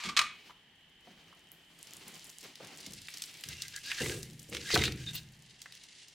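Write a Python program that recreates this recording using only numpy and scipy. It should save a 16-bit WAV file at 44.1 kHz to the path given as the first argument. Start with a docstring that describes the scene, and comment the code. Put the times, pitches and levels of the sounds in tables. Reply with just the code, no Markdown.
"""Log onto the fire

A split log is pulled from a bin, clacking on its neighbours, and carried to a burning fireplace.
Clacks, knocks, crackles: noise bursts through resonances; the log and sheet-metal firebox ring as modes.
Scrapes, fire and clothes: shaped noise under envelopes, over quiet air. A small living room answers most of it.
"""
import sys
import numpy as np
from scipy import signal
from scipy.fft import rfft, irfft, next_fast_len
from scipy.io import wavfile
from scipy.ndimage import map_coordinates

SR = 44100
rng = np.random.default_rng(int(sys.argv[2]) if len(sys.argv) > 2 else 0)


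def put_to_file(sound):
    """Save the sound as 16-bit audio at rate SR, in the file named by the first command-line argument."""
    columns = np.atleast_2d(sound).T  # one column per channel
    safe = np.clip(columns, -1, 1)
    whole_steps = np.round(safe * 32767)
    wavfile.write(sys.argv[1], SR, whole_steps.astype(np.int16))


N = 270759  # samples

# All levels are relative.
# dry logs rub and strike each other in the bin: [t/s, level/dB, ring level/dB, contact t60/s]
CLACKS = [(.001, -38, -23, 0.48), (.037, -30.5, 2.5, 0.11), (0.055, -32.5, -0.5, 0.2),
          (.089, -29, 4, 0.089), (0.1662, -18.5, -19, 0.053), (0.1716, -13.5, -6.5, 0.058),
          (.191, -9.5, -4.5, 0.03), (.215, -20, -0.5, 0.032)]
# modes of the split log: [f/Hz, level/dB]
LOG_MODES = [(1087, -42.5), (1200, -37.5), (1518, -47.5), (1690, -58), (2299, -55), (2460, -60),
             (2503, -46), (2977, -69), (3198, -58), (3505, -64), (3989, -58), (4097, -71), (4307, -59),
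             (4823, -71), (5060, -53), (5109, -57), (5335, -49), (5604, -51), (5965, -62), (6487, -58)]
# how long the log rings: [f/Hz, t60/s]
LOG_DECAY = [(1200, .15), (2500, .14), (6000, .1)]
# spectrum of the cracking contact: [f/Hz, level/dB]
CLACK_COLOUR = [(240, -66), (400, -35.5), (906, -16), (1200, -1.5), (1350, -9.5), (2020, -9.5), (2220, -3),
                (2750, -9), (4440, -8), (5350, -14.5), (6640, -16), (10700, -29), (16000, -44.5)]

# pushes of the log over wood and embers:
# [t/s, length/s, final level/dB, swell/dB, release t60/s, crunch over rasp/dB]
PUSHES = [(3.435, 0.37, -50, -2.5, .15, -19.5), (3.83, 0.077, -38.5, 8.5, .22, -15.5),
          (3.94, 0.073, -36, 8.5, 0.15, -14), (4.0, .11, -39.5, 2.5, 0.41, -6),
          (4.512, 0.036, -38, 13.5, .2, -15.5), (4.59, 0.15, -31.5, 16.5, 0.23, -16),
          (4.78, 0.07, -35, 4.5, 0.22, -13.5), (4.97, 0.15, -46.5, 6, 0.068, -13.5),
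          (5.13, 0.036, -46, -4, 0.25, -9)]
PUSH_ATTACK_S = 0.004
# spectrum of the rasping grain: [f/Hz, level/dB]
RASP_COLOUR = [(400, -9.5), (900, -34), (1250, -7), (1600, -9), (2200, 0), (2750, 3), (3800, 2), (4700, 1),
               (6500, -0.5), (10000, -19), (16000, -53)]
# resonances of the sliding log that come and go as it catches: [f/Hz, width/Hz, level re rasp/dB]
CATCHES = [(1634, 140, -14.5), (2046, 200, -14), (2766, 180, -12), (3750, 310, -12.5), (4710, 190, -21.5)]
CATCH_RATE_HZ, CATCH_DEPTH_DB = 22, 7
# spectrum of crumbling embers: [f/Hz, level/dB]
CRUNCH_COLOUR = [(1500, -7), (4000, -7), (8000, 0.5), (11000, -6.5), (16000, -15)]
# wood and charcoal squeak as the log slides and settles: [t/s, length/s, f/Hz, width/Hz, level/dB]
SQUEAKS = [(3.728, 0.063, 1650, 200, -53.5), (3.829, 0.084, 4600, 910, -50), (3.893, 0.049, 1780, 350, -43),
           (3.905, 0.024, 2700, 600, -39), (3.97, 0.056, 1700, 300, -43), (4.682, 0.053, 1960, 380, -42.5),
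           (4.735, 0.019, 4310, 450, -29.5), (4.842, .054, 3730, 1090, -38), (5.059, 0.051, 3710, 261, -42),
           (5.142, 0.025, 11750, 710, -45), (5.147, .022, 15000, 500, -43), (5.142, 0.057, 3970, 1400, -44)]

# a soft rub in the bin (the first two rows), then hollow knocks of wood and bumps on the hearth:
# [t/s, level/dB, f/Hz]
KNOCKS = [(0.496, -40, 1080), (0.505, -39, 1210), (1.072, -44, 730), (1.327, -43.5, 1170),
          (2.603, -37, 544), (2.868, -39.5, 230), (3.084, -28, 2370), (3.916, -18.5, 2500),
          (4.003, -30, 1850), (4.06, -23.5, 2200), (4.096, -22, 2630), (4.526, -30, 1940),
          (4.703, -19.5, 2070), (4.7592, -11.5, 1350), (4.7605, -20.5, 710), (4.821, -21, 2100),
          (4.878, -25, 1700), (5.658, -32.5, 1780)]
KNOCK_T60_AT_1KHZ_S, KNOCK_SLOPE = 0.039, 0.55  # deeper knocks last longer by this power

# jolts of the grate, each ringing the sheet-metal firebox: [t/s, level/dB, contact cutoff f/Hz]
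JOLTS = [(2.873, -41, 228), (3.459, -34, 145), (4.007, -25.5, 900), (4.06, -36, 910),
         (4.095, -35, 1106), (4.489, -40, 404), (4.518, -34.5, 900), (4.735, -22, 715),
         (4.761, -32, 600), (4.778, -18.5, 167)]
# sheet-metal panel modes of the firebox: [f/Hz, level/dB]
PANEL_MODES = [(70.5, -1), (80, -5), (98, -4), (117, -3.5), (128, 1), (156, 0), (194, -3.5), (208, -6),
               (223, -3), (272, -6), (297, -0.5), (321, 2), (355, 2), (396, -9), (438, -20), (460, -5),
               (495, -4), (533, -0.5), (562, -18), (602, -6.5), (761, -1)]
# spectrum of the dense clang: [f/Hz, level/dB]
CLANG_COLOUR = [(30, -37.5), (65, 5.5), (130, 7), (250, -1.5), (460, 12.5), (650, -8), (1000, 0),
                (1500, -8), (3000, -41)]
# decay of panels and clang: [f/Hz, t60/s]
FIREBOX_DECAY = [(70, 0.7), (110, 1.1), (155, 1.66), (300, 0.78), (500, 0.43), (1000, 0.095)]

# dull thuds of the bin and of feet on the floor: [t/s, level/dB]
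THUDS = [(.045, -35), (0.079, -43), (.19, -48), (1.072, -49), (2.048, -51), (2.875, -45)]
# floor resonances: [f/Hz, width/Hz, level/dB]
FLOOR = [(70, 46, -12.5), (126, 25, -14), (186, 20, 0), (252, 52, -5), (318, 145, -12.5)]

# the loudest dry ticks of the flames: [t/s, level/dB, f/Hz]
TICKS = [(1.5162, -32, 12500), (1.8272, -29, 8100), (1.9339, -29, 9550), (1.9664, -32, 8000),
         (2.2999, -34, 7550), (2.3835, -29, 7800), (2.7726, -32.5, 7800)]
# the loudest snaps of burning wood and splinters: [t/s, level/dB, f/Hz]
SNAPS = [(2.5552, -36, 4400), (2.863, -31, 5140), (2.9343, -32, 6100), (3.1386, -31, 4700),
         (3.1714, -30.5, 4620), (3.2202, -23, 4940), (3.238, -28.5, 4440), (3.4372, -26.5, 3540),
         (3.487, -28, 5900), (3.6198, -22, 5170), (3.681, -32, 5730), (3.7615, -26, 5040),
         (4.2294, -29.5, 5900), (4.3945, -39, 6300), (4.5479, -24, 2770), (4.568, -23.5, 2860),
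         (4.7414, -14.5, 3900), (4.7522, -13, 3460), (4.775, -17.5, 3530), (4.7906, -24, 2940),
         (4.8369, -14.5, 3280), (4.8524, -21, 3760), (4.9212, -30, 4500), (5.6166, -32.5, 4640),
         (5.7224, -36.5, 3980), (5.836, -40, 5100)]
TICK_T60_S, SNAP_T60_S = 0.001, 0.022
# lesser ticks at random, riding on the fizz: [rate/Hz, level re fizz/dB, f/Hz]
SMALL_TICKS = (12, 27.3, 6000)
# lesser snaps at random, riding on the sizzle: [rate/Hz, level re sizzle/dB, f/Hz]
SMALL_SNAPS = (8, 18.3, 5900)
SCATTER_OCTAVES = 0.21  # either way, from one small crackle to the next

# the fire grows as one nears it; its fizz dulls under the fresh log: [t/s, sizzle level/dB, fizz level/dB]
FIRE = [(.9, -89, -86), (1.5, -92.5, -77.5), (1.85, -59, -64), (2.35, -59, -61.5), (2.55, -60, -79),
        (2.85, -55.5, -64), (3.25, -53, -63), (3.38, -60, -62), (4.4, -64, -65), (5.35, -65.5, -72.5),
        (5.781, -58.5, -85), (6.14, -61, -90)]
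# spectrum of the sizzle: [f/Hz, level/dB]
SIZZLE_COLOUR = [(410, -39), (700, -38), (1140, -25), (2160, 0.5), (2430, -5), (2660, 1.5), (4670, 2),
                 (9860, -10), (14200, -47), (16000, -33)]
# spectrum of the fizz: [f/Hz, level/dB]
FIZZ_COLOUR = [(4000, -36.5), (7000, 2.5), (10000, -1), (14000, -6), (16000, -16)]

# clothes swish with each step and with the reach:
# [t/s, length/s, final level/dB, swell/dB, release t60/s, brushing over rustle/dB]
SWISHES = [(.3, .2, -65.5, 1, 0.36, 4.5), (1.0, 0.099, -63, 11, 3.9, 0.5), (1.7, 0.43, -57, 11, 1.02, -0.5),
           (2.42, 0.032, -57.5, 3, 0.73, 2), (2.59, 0.17, -58, -3.5, 0.98, -2),
           (3.05, 0.15, -65, 4, 3.8, 10)]
SWISH_ATTACK_S = 0.0083
# spectrum of the rustle: [f/Hz, level/dB]
RUSTLE_COLOUR = [(35, -55), (60, -24.5), (163, 0.5), (206, -7), (334, -3.5), (501, -10.5), (826, -10),
                 (980, -12), (2500, -12.5), (3250, -20), (5500, -120)]
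# spectrum of the brushing: [f/Hz, level/dB]
BRUSH_COLOUR = [(800, -29.5), (2200, -1), (4500, -3), (9000, -17), (15000, -21)]

# spectrum of the room's own hush: [f/Hz, level/dB]
AIR_COLOUR = [(15, -37), (25, -4), (130, -2.5), (166, 2), (212, -2.5), (476, -8), (516, -12.5), (818, -8.5),
              (1130, -13), (1370, -13.5), (1840, -3), (2550, -9.5), (3080, -3.5), (3620, -13.5),
              (16000, -49.5)]
# a thin steady hiss, left behind on the way to the hearth
HISS_DB, HISS_UNTIL_S, HISS_FADE_DB_PER_S = -66.5, 2.2, 5

# how long the walls answer: [f/Hz, t60/s]
ROOM_DECAY = [(200, .45), (1200, .31), (2700, .5), (5000, .34), (10000, .26), (15000, .16)]
# stereo width at the source, before any diffusion: [f/Hz, side re mid/dB]
WIDTH = [(100, -38), (250, -26.5), (500, -21), (1000, -19), (2000, -18), (4000, -11.5), (8000, -7.5),
         (13000, -4)]
TOP_HZ = 16200


def clacks():
    """Each contact in the bin is a rough crack that leaves the dry log ringing."""
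    out, t = np.zeros((2, N)), np.arange(SR // 2) / SR
    for s, db, ring_db, t60_s in CLACKS:
        contact = fade(t, t60_s)
        crack = noise(CLACK_COLOUR, len(t), contact) * np.sqrt(np.mean(contact ** 2))
        modes = ring(LOG_MODES, LOG_DECAY, t, scatter_db=1.5, blur_hz=14)
        add(out, s, amp(db) * (amp(-4.0) * crack + amp(ring_db - 12) * modes))
    return room(out, wet_db=-7)


def scrape():
    """Rough grain catches in quick slips that stir the log's resonances, while brittle embers crumble under it."""
    rasp, crunch = strokes(PUSHES, PUSH_ATTACK_S)
    grip = grains(rate_hz=2400, spread_db=1.5) * amp(2.5 * wobble(120))
    slips = amp(-3.5) * noise(RASP_COLOUR, N, grip)
    for hz, width_hz, db in CATCHES:
        catch = grip * amp(CATCH_DEPTH_DB * wobble(CATCH_RATE_HZ))
        stirred = catch * rng.standard_normal((2, N))
        slips = slips + amp(db) * ports(stirred, lambda f: resonance(f, hz, width_hz) ** 2)
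    embers = noise(CRUNCH_COLOUR, N, grains(rate_hz=4000, spread_db=1.5))
    return room(rasp * slips + amp(3.0) * crunch * embers, wet_db=-12.5)


def squeaks():
    """Wood sticks and slips fast enough to give short unsteady notes: narrow noise under a half-sine."""
    out = np.zeros((2, N))
    for s, length_s, hz, width_hz, db in SQUEAKS:
        size = max(int(length_s * SR), 2)
        note = ports(rng.standard_normal((2, size)), lambda f: resonance(f, hz, width_hz) ** 2)
        add(out, s, amp(db + 2.0) * note * np.sin(np.linspace(0, np.pi, size)))
    return room(out, wet_db=-12.0)


def rub_and_knocks():
    """A soft rub as two bursts, then knocks and bumps: dull notes, longer the deeper they are."""
    out = np.zeros((2, N))
    for s, db, hz in KNOCKS:
        t60_s = KNOCK_T60_AT_1KHZ_S * (1000 / hz) ** KNOCK_SLOPE
        note = burst(hz, t60_s, breadth=0.4, low_cut=0.11, high_cut=2.1, spike=5.2)
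        add(out, s + 0.0007, amp(db - 8) * note)
    return room(out, wet_db=-6.5)


def firebox():
    """Grate jolts: panel modes and a dense clang; soft contact passes only the lows."""
    out, t = np.zeros((2, N)), np.arange(SR) / SR
    for s, db, cutoff_hz in JOLTS:
        panels = amp(-10.5) * ring(PANEL_MODES, FIREBOX_DECAY, t, scatter_db=1.0, blur_hz=0.3)
        clang = amp(-10.5) * dying(noise(CLANG_COLOUR, len(t)), FIREBOX_DECAY)
        # two-pole low-pass
        contact = lambda f: 1 / (1 - (f / cutoff_hz) ** 2 + 1j * np.sqrt(2) * f / cutoff_hz)
        add(out, s, amp(db) * filtered(panels + clang, contact))
    return out


def floor_response(f):
    """Parallel floor resonances of alternating sign."""
    total = 0
    for k, (hz, width_hz, db) in enumerate(FLOOR):
        total = total + (-1) ** k * amp(db) * resonance(f, hz, width_hz)
    return total


def thuds():
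    """Soft blows hum briefly in the floor."""
    out, t = np.zeros((2, N)), np.arange(SR // 2) / SR
    for s, db in THUDS:
        blow = ports(rng.standard_normal((2, len(t))) * fade(t, 0.44), floor_response)
        add(out, s, amp(db - 2.0) * blow / np.abs(blow).max())
    return out


def crackles():
    """Single ticks and longer snaps of the burning wood, each a burst of impulses through a resonance."""
    ticks, snaps = np.zeros((2, N)), np.zeros((2, N))
    sizzle, fizz = fire_levels()
    for s, db, hz in list(SNAPS) + stray(SMALL_SNAPS, sizzle):
        snap = burst(hz, SNAP_T60_S, breadth=0.81, low_cut=0.31, high_cut=0.91, spike=3.7)
        add(snaps, s + 0.0007, amp(db - 6.0) * snap)
    for s, db, hz in list(TICKS) + stray(SMALL_TICKS, fizz):
        tick = burst(hz, TICK_T60_S, breadth=0.42, low_cut=0.091, high_cut=1.8, spike=4.5)
        add(ticks, s + 0.0018, amp(db + 0.5) * tick)
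    return room(ticks, wet_db=-7) + room(snaps, wet_db=-6.5)


def stray(kind, level):
    """Rows [t/s, level/dB, f/Hz] of chance crackles whose strength follows a layer of the fire."""
    rate_hz, over_db, centre_hz = kind
    draws = rng.random((200, 2))
    times = np.cumsum(-np.log(1 - draws[:, 0])) / rate_hz
    rows = []
    for s, u in zip(times, 2 * draws[:, 1] - 1):
        if s * SR < N - SR // 100:
            db = 20 * np.log10(level[int(s * SR)]) + over_db
            rows.append((s, db, centre_hz * 2 ** (SCATTER_OCTAVES * u)))
    return rows


def fire_levels():
    """Gain of the sizzle and of the fizz at every sample."""
    s, *columns = np.transpose(FIRE)
    return [amp(np.interp(np.arange(N) / SR, s, db)) for db in columns]


def fire():
    """Sap and bark sizzle in dense grains, with a sparser bright fizz on top."""
    sizzle, fizz = fire_levels()
    flicker = amp(1.3 * wobble(12) + 1.8 * wobble(70))
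    body = noise(SIZZLE_COLOUR, N, grains(rate_hz=2700, spread_db=2.5) * flicker)
    sparks = noise(FIZZ_COLOUR, N, 0.663 + grains(rate_hz=280, spread_db=11.5))
    return room(amp(-0.5) * sizzle * body + fizz * sparks, wet_db=-4.5)


def clothes():
    """Cloth rubs with the walk and the reach: a low rustle and a brighter brushing, both noise."""
    rustle, brush = strokes(SWISHES, SWISH_ATTACK_S)
    folds = amp(3 * wobble(40))
    brushing = diffuse(brush * noise(BRUSH_COLOUR, N, folds), side_db=-7)
    return rustle * noise(RUSTLE_COLOUR, N, folds) + brushing


def hush():
    """Quiet room air with one narrow hissing resonance."""
    late_s = np.maximum(np.arange(N) / SR - HISS_UNTIL_S, 0)
    hiss_gain = amp(HISS_DB - HISS_FADE_DB_PER_S * late_s)
    hiss = ports(rng.standard_normal((2, N)), lambda f: resonance(f, 3050, 172))
    return amp(-66.0) * noise(AIR_COLOUR, N) + hiss_gain * hiss


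def room(x, wet_db):
    """The sound plus the answer of the walls: decaying noise after a short gap."""
    tail = dying(noise([(100, 2.5), (5000, -9.5), (16000, -0.5)], SR // 2), ROOM_DECAY)
    tail[:, :SR // 300] = 0
    tail = tail / np.linalg.norm(tail[0])
    return x + amp(wet_db) * signal.fftconvolve(x.mean(0)[None], tail, axes=1)[:, :N]


def strokes(rows, attack_s):
    """Rubbing sets in, swells with the pressure and dies away: gains of its main and its brighter layer."""
    main, bright = np.zeros(N), np.zeros(N)
    for s, length_s, db, swell_db, release_s, bright_db in rows:
        t = np.maximum(np.arange(N) / SR - s, 0)
        pressure = amp(db - swell_db * np.maximum(1 - t / length_s, 0))
        gain = np.minimum(t / attack_s, 1) * pressure * fade(np.maximum(t - length_s, 0), release_s)
        main += gain ** 2
        bright += (amp(bright_db) * gain) ** 2
    return np.sqrt(main), np.sqrt(bright)


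def burst(hz, t60_s, breadth, low_cut, high_cut, spike):
    """One sharp break, then a dying spray of impulses, through a broad resonance; starts near rms 1."""
    t = np.arange(SR // 4) / SR
    envelope = fade(t, t60_s)
    spray = rng.standard_normal((2, len(t))) * envelope
    spray[0, 0] += spike
    skirts = lambda f: (1j * f / (1j * f + low_cut * hz)) ** 3 / (1 + 1j * f / (high_cut * hz))
    x = ports(spray, lambda f: resonance(f, hz, breadth * hz) * skirts(f))
    return x * np.sqrt(np.mean(envelope ** 2))


def ring(modes, decay, t, scatter_db, blur_hz):
    """Modes struck at new strengths, their pitch blurred by loose contact, starting near rms 1."""
    draws = rng.standard_normal((len(modes), 2))
    drift = np.cumsum(rng.standard_normal(len(t))) * np.sqrt(2 * np.pi * abs(blur_hz) / SR)
    total = np.zeros(len(t))
    for (hz, db), (a, b) in zip(modes, draws):
        tone = np.sin(2 * np.pi * hz * t + np.pi * b + drift)
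        total += amp(db + scatter_db * a) * tone * fade(t, along(decay, hz))
    onset = 1 - np.exp(-t / 0.00086)
    return total * onset / np.linalg.norm(amp(np.array(modes)[:, 1]))


def grains(rate_hz, spread_db):
    """Envelope of many tiny fractures, a few of them much stronger than the rest, rms 1."""
    size = amp(spread_db * np.minimum(rng.exponential(size=N), 4))
    starts = size * (rng.random(N) < rate_hz / SR)
    return unit(signal.lfilter([1], [1, -np.exp(-1 / (0.0021 * SR))], starts))


def dying(x, decay):
    """Each frequency of x dies at its own speed."""
    hz, t, z = signal.stft(x, SR, nperseg=256)
    z = z * np.exp(-np.log(1000) * t / along(decay, hz)[:, None])
    return signal.istft(z, SR, nperseg=256)[1][:, :x.shape[-1]]


def noise(colour, size, envelope=1):
    """Stereo noise with a spectrum, its excitation shaped by an envelope."""
    return ports(envelope * rng.standard_normal((2, size)), lambda f: causal(amp(along(colour, f))))


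def ports(pair, response):
    """Two unrelated signals coloured and blended into two close microphones, rms 1."""
    mid_side = lambda f: response(f) * np.array([np.ones(len(f)), amp(along(WIDTH, f))])
    mid, side = filtered(pair, mid_side)
    return unit(np.array([mid + side, mid - side]))


def diffuse(x, side_db):
    """Scale the side by side_db: sound from all round differs more between the microphones."""
    return x.mean(0) + amp(side_db) * (x - x.mean(0))


def resonance(f, hz, width_hz):
    """A causal band-pass."""
    return 1j * f * width_hz / (hz * hz - f * f + 1j * f * width_hz)


def causal(gain):
    """Minimum-phase response with this gain: it starts only once it is struck."""
    cepstrum = irfft(np.log(np.maximum(gain, 1e-6)))
    half = len(cepstrum) // 2
    fold = np.r_[1, np.full(half - 1, 2), 1, np.zeros(half - 1)]
    return np.exp(rfft(cepstrum * fold))


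def filtered(x, response):
    """x times a response of frequency."""
    n = x.shape[-1]
    m = next_fast_len(n + SR // 8)
    return irfft(rfft(x, m) * response(np.fft.rfftfreq(m, 1 / SR)), m)[..., :n]


def fade(t, t60_s):
    """Decay by 60 dB in t60_s, at least 1 ms."""
    return np.exp(-np.log(1000) * t / max(t60_s, 1e-3))


def wobble(rate_hz):
    """A smooth random curve, rate_hz knots a second."""
    knots = rng.standard_normal(int(N * rate_hz / SR) + 4)
    return map_coordinates(knots, [np.arange(N) * rate_hz / SR])


def along(points, hz):
    """[f/Hz, value] points read on a log axis."""
    f, v = np.transpose(points)
    return np.interp(np.log(hz + 1), np.log(f), v)


def add(track, s, x):
    """Mix x into the track from time s on."""
    start = max(round(s * SR), 0)
    track[..., start:start + x.shape[-1]] += x[..., :N - start]


def amp(db):
    """Decibels to gain."""
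    return 10 ** (np.asarray(db) / 20)


def unit(x):
    """Scale to rms 1."""
    return x / np.sqrt(np.mean(x ** 2) + 1e-20)


def scene():
    """Everything at the two microphones."""
    log = clacks() + scrape() + squeaks() + rub_and_knocks()
    contacts = log + firebox() + thuds() + crackles()
    return contacts + diffuse(fire(), side_db=1.0) + diffuse(clothes() + hush(), side_db=8.5)


def record(dry):
    """The left port is a little brighter; nothing is kept above the band limit."""
    left_re_right = [(8500, 0.074), (13000, 1.9)]  # [f/Hz, level/dB]
    tilt = lambda f: amp(np.array([along(left_re_right, f), -along(left_re_right, f)]) / 2)
    return filtered(filtered(dry, tilt), lambda f: f < TOP_HZ)


dry = scene()
out = record(dry)
put_to_file(out)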